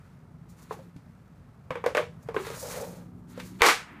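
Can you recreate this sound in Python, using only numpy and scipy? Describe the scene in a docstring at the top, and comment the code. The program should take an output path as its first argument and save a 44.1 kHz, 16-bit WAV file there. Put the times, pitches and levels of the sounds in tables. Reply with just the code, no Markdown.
"""A backyard, under a canopy: a hockey stick taps and drags a puck over a plastic pad, then slaps it away.
Each impact excites damped modes of the pad, a clack of the blade and a bright crack; sliding friction
hisses, rubs and sets the pad rattling. Canopy and fence reflect each knock, far houses the shot.
Weight thumps on the ground, traffic rumbles and a distant engine hums.
The camera limits the shot and turns its gain down for a moment."""
import sys
import numpy as np
from scipy import signal
from scipy.fft import rfft, irfft, next_fast_len
from scipy.io import wavfile
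from scipy.ndimage import map_coordinates

SR = 44100
rng = np.random.default_rng(int(sys.argv[2]) if len(sys.argv) > 2 else 0)


def unload_audio(sound):
    """Save the sound as a 16-bit wav file, at the path given as the first command line argument."""
    columns = np.transpose(np.atleast_2d(sound))
    # keep every value between -1 and 1, then stretch to whole-number steps
    steps = np.round(np.clip(columns, -1, 1) * 32767)
    wavfile.write(sys.argv[1], SR, steps.astype(np.int16))


N = 176400

# Noise spectra. Each row: frequency in Hz, relative spectral density in dB.
AIR_SPECTRUM = [(760, -38), (1300, -2), (2450, -12.5), (2950, -17.5), (5060, -20.5), (14300, -27.5),
                (15500, -30)]  # far hiss of road and leaves
TRAFFIC_SPECTRUM = [(12, -62.5), (20, -39), (54, -6.5), (163, 0), (201, -9), (252, -9.5), (280, -24),
                    (456, -20), (506, -24), (562, -22), (1300, -27.5), (1690, -64), (2860, -120)]
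ROAR_SPECTRUM = [(120, -30), (200, 6), (300, 5.5), (420, -3.5), (700, -36.5)]  # the engine's noise
ECHO_SPECTRUM = [(500, 2), (1000, 12.5), (2000, 12), (3000, 1), (6000, -24)]
HISS_SPECTRUM = [(2350, -32), (4000, -7), (6890, -1.5), (8080, -5), (10400, -6), (14500, -9.5), (15500, -6)]
RUB_SPECTRUM = [(530, -30), (900, -1), (1380, -2), (1510, -4), (2150, -7), (2940, -12), (4500, -12.5),
                (5850, -43), (9900, -120)]
RATTLE_SPECTRUM = [(250, -34), (380, -15.5), (460, -2.5), (530, 0), (600, -6.5), (720, -14.5), (900, -11.5),
                   (1200, -50)]
BLADE_SPECTRUM = [(440, -48), (750, -1.5), (1150, 3), (1410, -4.5), (1530, -0.5), (1890, -5.5), (2050, -5),
                  (2200, -3), (2790, -11), (3600, -15), (4680, -32), (7920, -120)]
CRACK_SPECTRUM = [(1760, 4), (3000, -10.5), (3530, -1.5), (4400, 2.5), (11900, -9.5), (15000, -14.5)]
# Noise envelopes. Each row: time in seconds, level in dB.
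AIR_ENVELOPE = [(0, -65), (.3, -71), (1.1, -68.5), (1.6, -70), (2.2, -67), (3.15, -72), (4, -72)]
TRAFFIC_ENVELOPE = [(0, -52.5), (.4, -51), (1, -50.5), (1.6, -51.5), (2.2, -49), (2.8, -49.5), (3.4, -51),
                    (4, -54.5)]
RATTLE_ENVELOPE = [(2.54, -47), (2.552, -58), (2.574, -47), (2.606, -61), (2.636, -40.5), (2.702, -45),
                   (2.836, -35), (2.864, -44.5), (2.94, -48.5), (2.962, -55), (2.986, -51), (3.08, -76),
                   (3.1, -65)]
# The engine's course. Each row: time in seconds, strongest partial in Hz, level in dB.
ENGINE_COURSE = [(0, 177, -65.5), (.75, 176.6, -55.5), (1.2, 167.4, -66.5), (2.4, 172.9, -62.5),
                 (2.8, 178.1, -49), (3.3, 176.9, -50), (3.55, 184.7, -47), (3.8, 205, -63.5), (4, 217, -52)]
# The engine's hum. Each row: frequency as a multiple of the strongest partial, relative level in dB.
ENGINE_PARTIALS = [(.375, -28.5), (.625, -9), (1, 0), (1.375, -7), (1.752, -16.5), (2.127, -21.5)]
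# Weight landing on the ground. Each row: start in seconds, peak level in dB, pitch in Hz.
FOOTFALLS = [(0.962, -35.5, 163.4), (1.705, -30.5, 153), (2.363, -34, 145), (3.613, -30, 67)]
# Reverberation of canopy and fence. Each row: frequency in Hz, time to decay by 60 dB in seconds.
CANOPY_DECAY = [(300, 0.24), (1000, 0.17), (3000, 0.26), (8000, 0.27), (15000, .2)]
# Drags over the pad, one list apiece. Each row: time in seconds, hiss level in dB, rub level in dB.
DRAG_ENVELOPES = [
    [(0.47, -92, -81), (0.48, -93, -85), (0.49, -68, -65), (0.498, -61.5, -71), (0.562, -74, -72),
     (0.59, -61.5, -63), (0.614, -64, -66), (0.63, -57.5, -62), (0.686, -71, -68), (0.728, -54, -47.5),
     (0.76, -63.5, -59.5), (0.9, -79, -76)],
    [(2.2, -90, -88), (2.23, -63, -82), (2.264, -75, -84), (2.28, -69, -52)],
    [(2.335, -78, -72), (2.347, -59, -54), (2.399, -54, -46), (2.413, -50.5, -49.5), (2.457, -50, -44.5),
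     (2.531, -49.5, -48.5), (2.545, -50, -44), (2.603, -41, -51.5), (2.679, -46, -48.5),
     (2.711, -41.5, -44.5), (2.789, -45, -47.5), (2.927, -55.5, -59), (3.001, -62, -62), (3.1, -82, -76)],
    [(3.27, -80, -75), (3.298, -59.5, -61), (3.362, -66.5, -60.5), (3.402, -57, -44), (3.424, -59, -64),
     (3.464, -52, -62), (3.54, -66, -64.5), (3.586, -66, -62.5), (3.612, -52, -34)],
]
# The pad's modes. Each row: multiple of the pad pitch, relative level in dB, multiple of the ring time.
PAD_MODES = [(1, 12, 1.1), (1.17, 1, .9), (.8, -11.5, .7)]
# Impacts of stick and puck. Each row: start in seconds, thud level in dB, pad pitch in Hz, clack and
# crack levels in dB before their boosts, clack tilt in dB per octave, pad ring time in seconds.
TAP_IMPACTS = [(0.709, -24, 433, -31, -58, -13.5, 0.055), (0.79, -39, 537, -52, -72, -10, 0.065),
               (0.964, -51, 334, -59.5, -60, 4, 0.069), (1.706, -20.5, 509, -29.5, -48.5, -2, 0.052),
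               (1.755, -25, 454, -33.5, -53.5, -1.5, 0.075), (1.84, -20.5, 446, -29.5, -50.5, -5.5, 0.074),
               (1.862, -10, 491, -21, -36.5, -2.5, 0.054), (1.949, -14, 478, -22.5, -36.5, 1.5, 0.065),
               (1.97, -10.5, 493.6, -25, -33.5, 2, 0.043), (1.977, -16, 599, -20.5, -60, -2, 0.084),
               (1.993, -13.5, 486.4, -55, -65, -2, 0.035), (2.287, -21, 472, -34, -53, -3.5, 0.061),
               (2.344, -25, 457, -33, -52, -9.5, 0.07), (2.364, -13, 399.5, -22.5, -62, -3.5, 0.053),
               (2.468, -27, 463.6, -53, -45, -2, 0.061), (2.502, -27, 442, -38, -45.5, -1.5, 0.076),
               (3.376, -27.5, 495, -49, -52.5, -2, 0.051), (3.399, -39.5, 506, -39, -43, 6.5, 0.061)]
SHOT_IMPACTS = [(3.607, -25, 457, -31, -59.5, -0.5, 0.071), (3.619, -1.5, 480.4, -2, -14, -0.5, 0.055),
                (3.662, -17, 490, -17, -15.5, 0, 0.063), (3.686, -35, 462, -14.5, -21, 1.5, .07)]  # blade on pad, on puck, and what follows


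def amp(db):
    """Decibels express an amplitude ratio logarithmically; this returns the ratio."""
    return 10 ** (np.asarray(db) / 20)


def unit(x):
    """Normalisation to an rms of 1."""
    return x / np.sqrt(np.mean(x ** 2) + 1e-20)


def along(points, hz):
    """Interpolation of (Hz, value) points on a logarithmic frequency axis."""
    freqs, values = np.transpose(points)
    return np.interp(np.log(hz + 1), np.log(freqs + 1), values)


def curves(rows, **ends):
    """Linear interpolation in time: one value per sample for each column after the first."""
    times, *columns = np.transpose(rows)
    return [np.interp(np.arange(N) / SR, times, column, **ends) for column in columns]


def wobble(rate):
    """Smooth random modulation: a spline through rate Gaussian knots a second."""
    return map_coordinates(rng.standard_normal(int(N * rate / SR) + 4), [np.arange(N) * rate / SR])


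def coloured(x, spectrum):
    """Filtering as multiplication of the spectrum by a curve of (Hz, dB) points."""
    size = next_fast_len(len(x) + 4096)
    gain = amp(along(spectrum, np.fft.rfftfreq(size, 1 / SR)))
    return irfft(rfft(x, size) * gain, size)[:len(x)]


def rush(spectrum, grain_db, grain_rate):
    """Random amplitude modulation gives a coloured noise of rms 1 its grain."""
    return unit(coloured(rng.standard_normal(N) * amp(grain_db * wobble(grain_rate)), spectrum))


def burst(spectrum, t60, t):
    """Exponential decay of a coloured noise, by 60 dB in t60 seconds."""
    return unit(coloured(rng.standard_normal(len(t)), spectrum)) * amp(-60 * t / t60)


def ring(modes, t):
    """Free vibration is a sum of damped modes, here varied a little at each strike; peak 1."""
    x = sum(amp(db + rng.normal(0, 0.71) - 60 * t / t60)
            * np.sin(2 * np.pi * hz * rng.normal(1, 0.019) * t) for hz, db, t60 in modes)
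    return x / np.abs(x).max()


def street():
    """Broadband noise: road and leaves hiss far away above a slowly swelling traffic rumble."""
    air = amp(curves(AIR_ENVELOPE)[0]) * rush(AIR_SPECTRUM, grain_db=1.0, grain_rate=220)
    traffic_db = curves(TRAFFIC_ENVELOPE)[0] + 1.3 * wobble(1.1)
    return air + amp(traffic_db) * rush(TRAFFIC_SPECTRUM, grain_db=1.2, grain_rate=150)


def engine():
    """A nearly periodic source: partials follow one unsteady pitch over a low roar."""
    hz, level_db = curves(ENGINE_COURSE)
    phase = 2 * np.pi * np.cumsum(hz * (1 + 0.0065 * wobble(5.33))) / SR
    hum = sum(amp(db + 1.56 * wobble(5.08)) * np.sin(multiple * phase + rng.uniform(0, 2 * np.pi))
              for multiple, db in ENGINE_PARTIALS)
    roar = amp(-5.5) * rush(ROAR_SPECTRUM, grain_db=3.8, grain_rate=40)
    return amp(level_db) * (np.sqrt(2) * hum + roar)


def houses(level_db=-37.5, t60=1.32, rise_s=.05):
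    """Diffuse reflection from far houses: a dull noise swells after the loudest clack and decays."""
    shot_s = max(SHOT_IMPACTS, key=lambda row: row[3])[0]
    t = np.maximum(np.arange(N) / SR - shot_s, 0)
    envelope = amp(level_db - 60 * t / t60) * (1 - np.exp(-(t / rise_s) ** 2))
    return envelope * rush(ECHO_SPECTRUM, grain_db=1, grain_rate=32)


def steps(t60=0.12):
    """Weight landing on the ground excites two low, heavily damped modes."""
    out, t = np.zeros(N + SR), np.arange(SR // 5) / SR
    for start, db, hz in FOOTFALLS:
        out[round(start * SR):][:len(t)] += amp(db) * ring([(hz, 0, t60), (1.68 * hz, -4, t60)], t)
    return out[:N]


def canopy(delay_s=.003):
    """Reverberation of canopy and fence: a random response of energy 1, each band with its own decay."""
    hz, t, bands = signal.stft(rng.standard_normal(SR // 2), SR, nperseg=256)
    decay = amp(-60 * t / along(CANOPY_DECAY, hz)[:, None])
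    tail = signal.istft(bands * decay, SR, nperseg=256)[1]
    return np.pad(tail, (round(delay_s * SR), 0)) / np.linalg.norm(tail)


def drags():
    """Sliding friction: blade and puck hiss and rub over the plastic and force the pad to rattle."""
    silent_ends = dict(left=-120, right=-120)
    hiss_gain, rub_gain = np.sum([amp(curves(drag, **silent_ends)) for drag in DRAG_ENVELOPES], axis=0)
    rattle_gain, = amp(curves(RATTLE_ENVELOPE, **silent_ends))
    hiss = hiss_gain * amp(1.15 * wobble(60)) * rush(HISS_SPECTRUM, grain_db=1.0, grain_rate=800)
    rub = rub_gain * amp(1.4 * wobble(45)) * rush(RUB_SPECTRUM, grain_db=-2.5, grain_rate=1800)
    rattle = rattle_gain * rush(RATTLE_SPECTRUM, grain_db=1.5, grain_rate=43)
    return hiss + rub + rattle


def impacts(rows, canopy_db):
    """Impulsive excitation: the pad thuds, the blade clacks, a crack sounds and the canopy answers."""
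    clack_boost_db, crack_boost_db, low_cut_hz = 2, 2.5, 299
    thud_attack_s, clack_attack_s = 0.001, 0.00044
    out, t = np.zeros(N + SR), np.arange(SR // 8) / SR
    thud_rise = 1 - np.exp(-t / thud_attack_s)
    clack_rise = np.minimum(t / clack_attack_s, 1) ** 2
    for start, thud_db, pad_hz, clack_db, crack_db, tilt_db, ring_s in rows:
        modes = [(multiple * pad_hz, db, stretch * ring_s) for multiple, db, stretch in PAD_MODES]
        blade = [(hz, db + tilt_db * np.log2(hz / 1500)) for hz, db in BLADE_SPECTRUM]
        thud = amp(thud_db) * ring(modes, t) * thud_rise
        clack = amp(clack_db + clack_boost_db) * burst(blade, t60=0.031, t=t) * clack_rise
        crack = amp(crack_db + crack_boost_db) * burst(CRACK_SPECTRUM, t60=0.03, t=t)
        # The thud stirs the canopy less; clack and crack each get a tail of their own colour and energy.
        reverb = amp(-3) * signal.fftconvolve(thud, canopy())[:SR // 2]
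        for part, spectrum in (clack, blade), (crack, CRACK_SPECTRUM):
            tail = coloured(canopy(), spectrum)[:SR // 2]
            reverb += tail * np.linalg.norm(part) / np.linalg.norm(tail)
        out[round(start * SR):][:len(reverb)] += amp(canopy_db) * reverb
        out[round(start * SR):][:len(t)] += thud + clack + crack
    return signal.sosfilt(signal.butter(3, low_cut_hz, "high", fs=SR, output="sos"), out[:N])


def scene():
    """Superposition: the pressures of all sources add at one microphone."""
    taps = impacts(TAP_IMPACTS, canopy_db=-1)
    shot = impacts(SHOT_IMPACTS, canopy_db=4)
    return (taps + shot + houses() + steps() + drags() + engine() + street())[None]


def smooth(x, seconds):
    """Exponential averaging by a one-pole filter with the given time constant."""
    keep = np.exp(-1 / (seconds * SR))
    return signal.lfilter([1 - keep], [1, -keep], x)


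def record(dry):
    """Dynamic compression: a fast limiter, a slower gain that follows it, soft clipping, a band limit."""
    threshold_db, duck_share, ceiling, top_hz = -15, .8, .85, 15100
    level_db = 10 * np.log10(smooth(dry[0] ** 2, seconds=0.002) + 1e-12)
    limiter_db = np.minimum(0, threshold_db - level_db)
    duck_db = duck_share * smooth(limiter_db, seconds=0.16)
    limited = dry[0] * amp(limiter_db + duck_db)
    clipped = limited / (1 + np.abs(limited / ceiling) ** 4) ** .25
    return coloured(clipped, [(top_hz, 0), (top_hz + 100, -70)])[None]


dry = scene()
out = record(dry)
unload_audio(out)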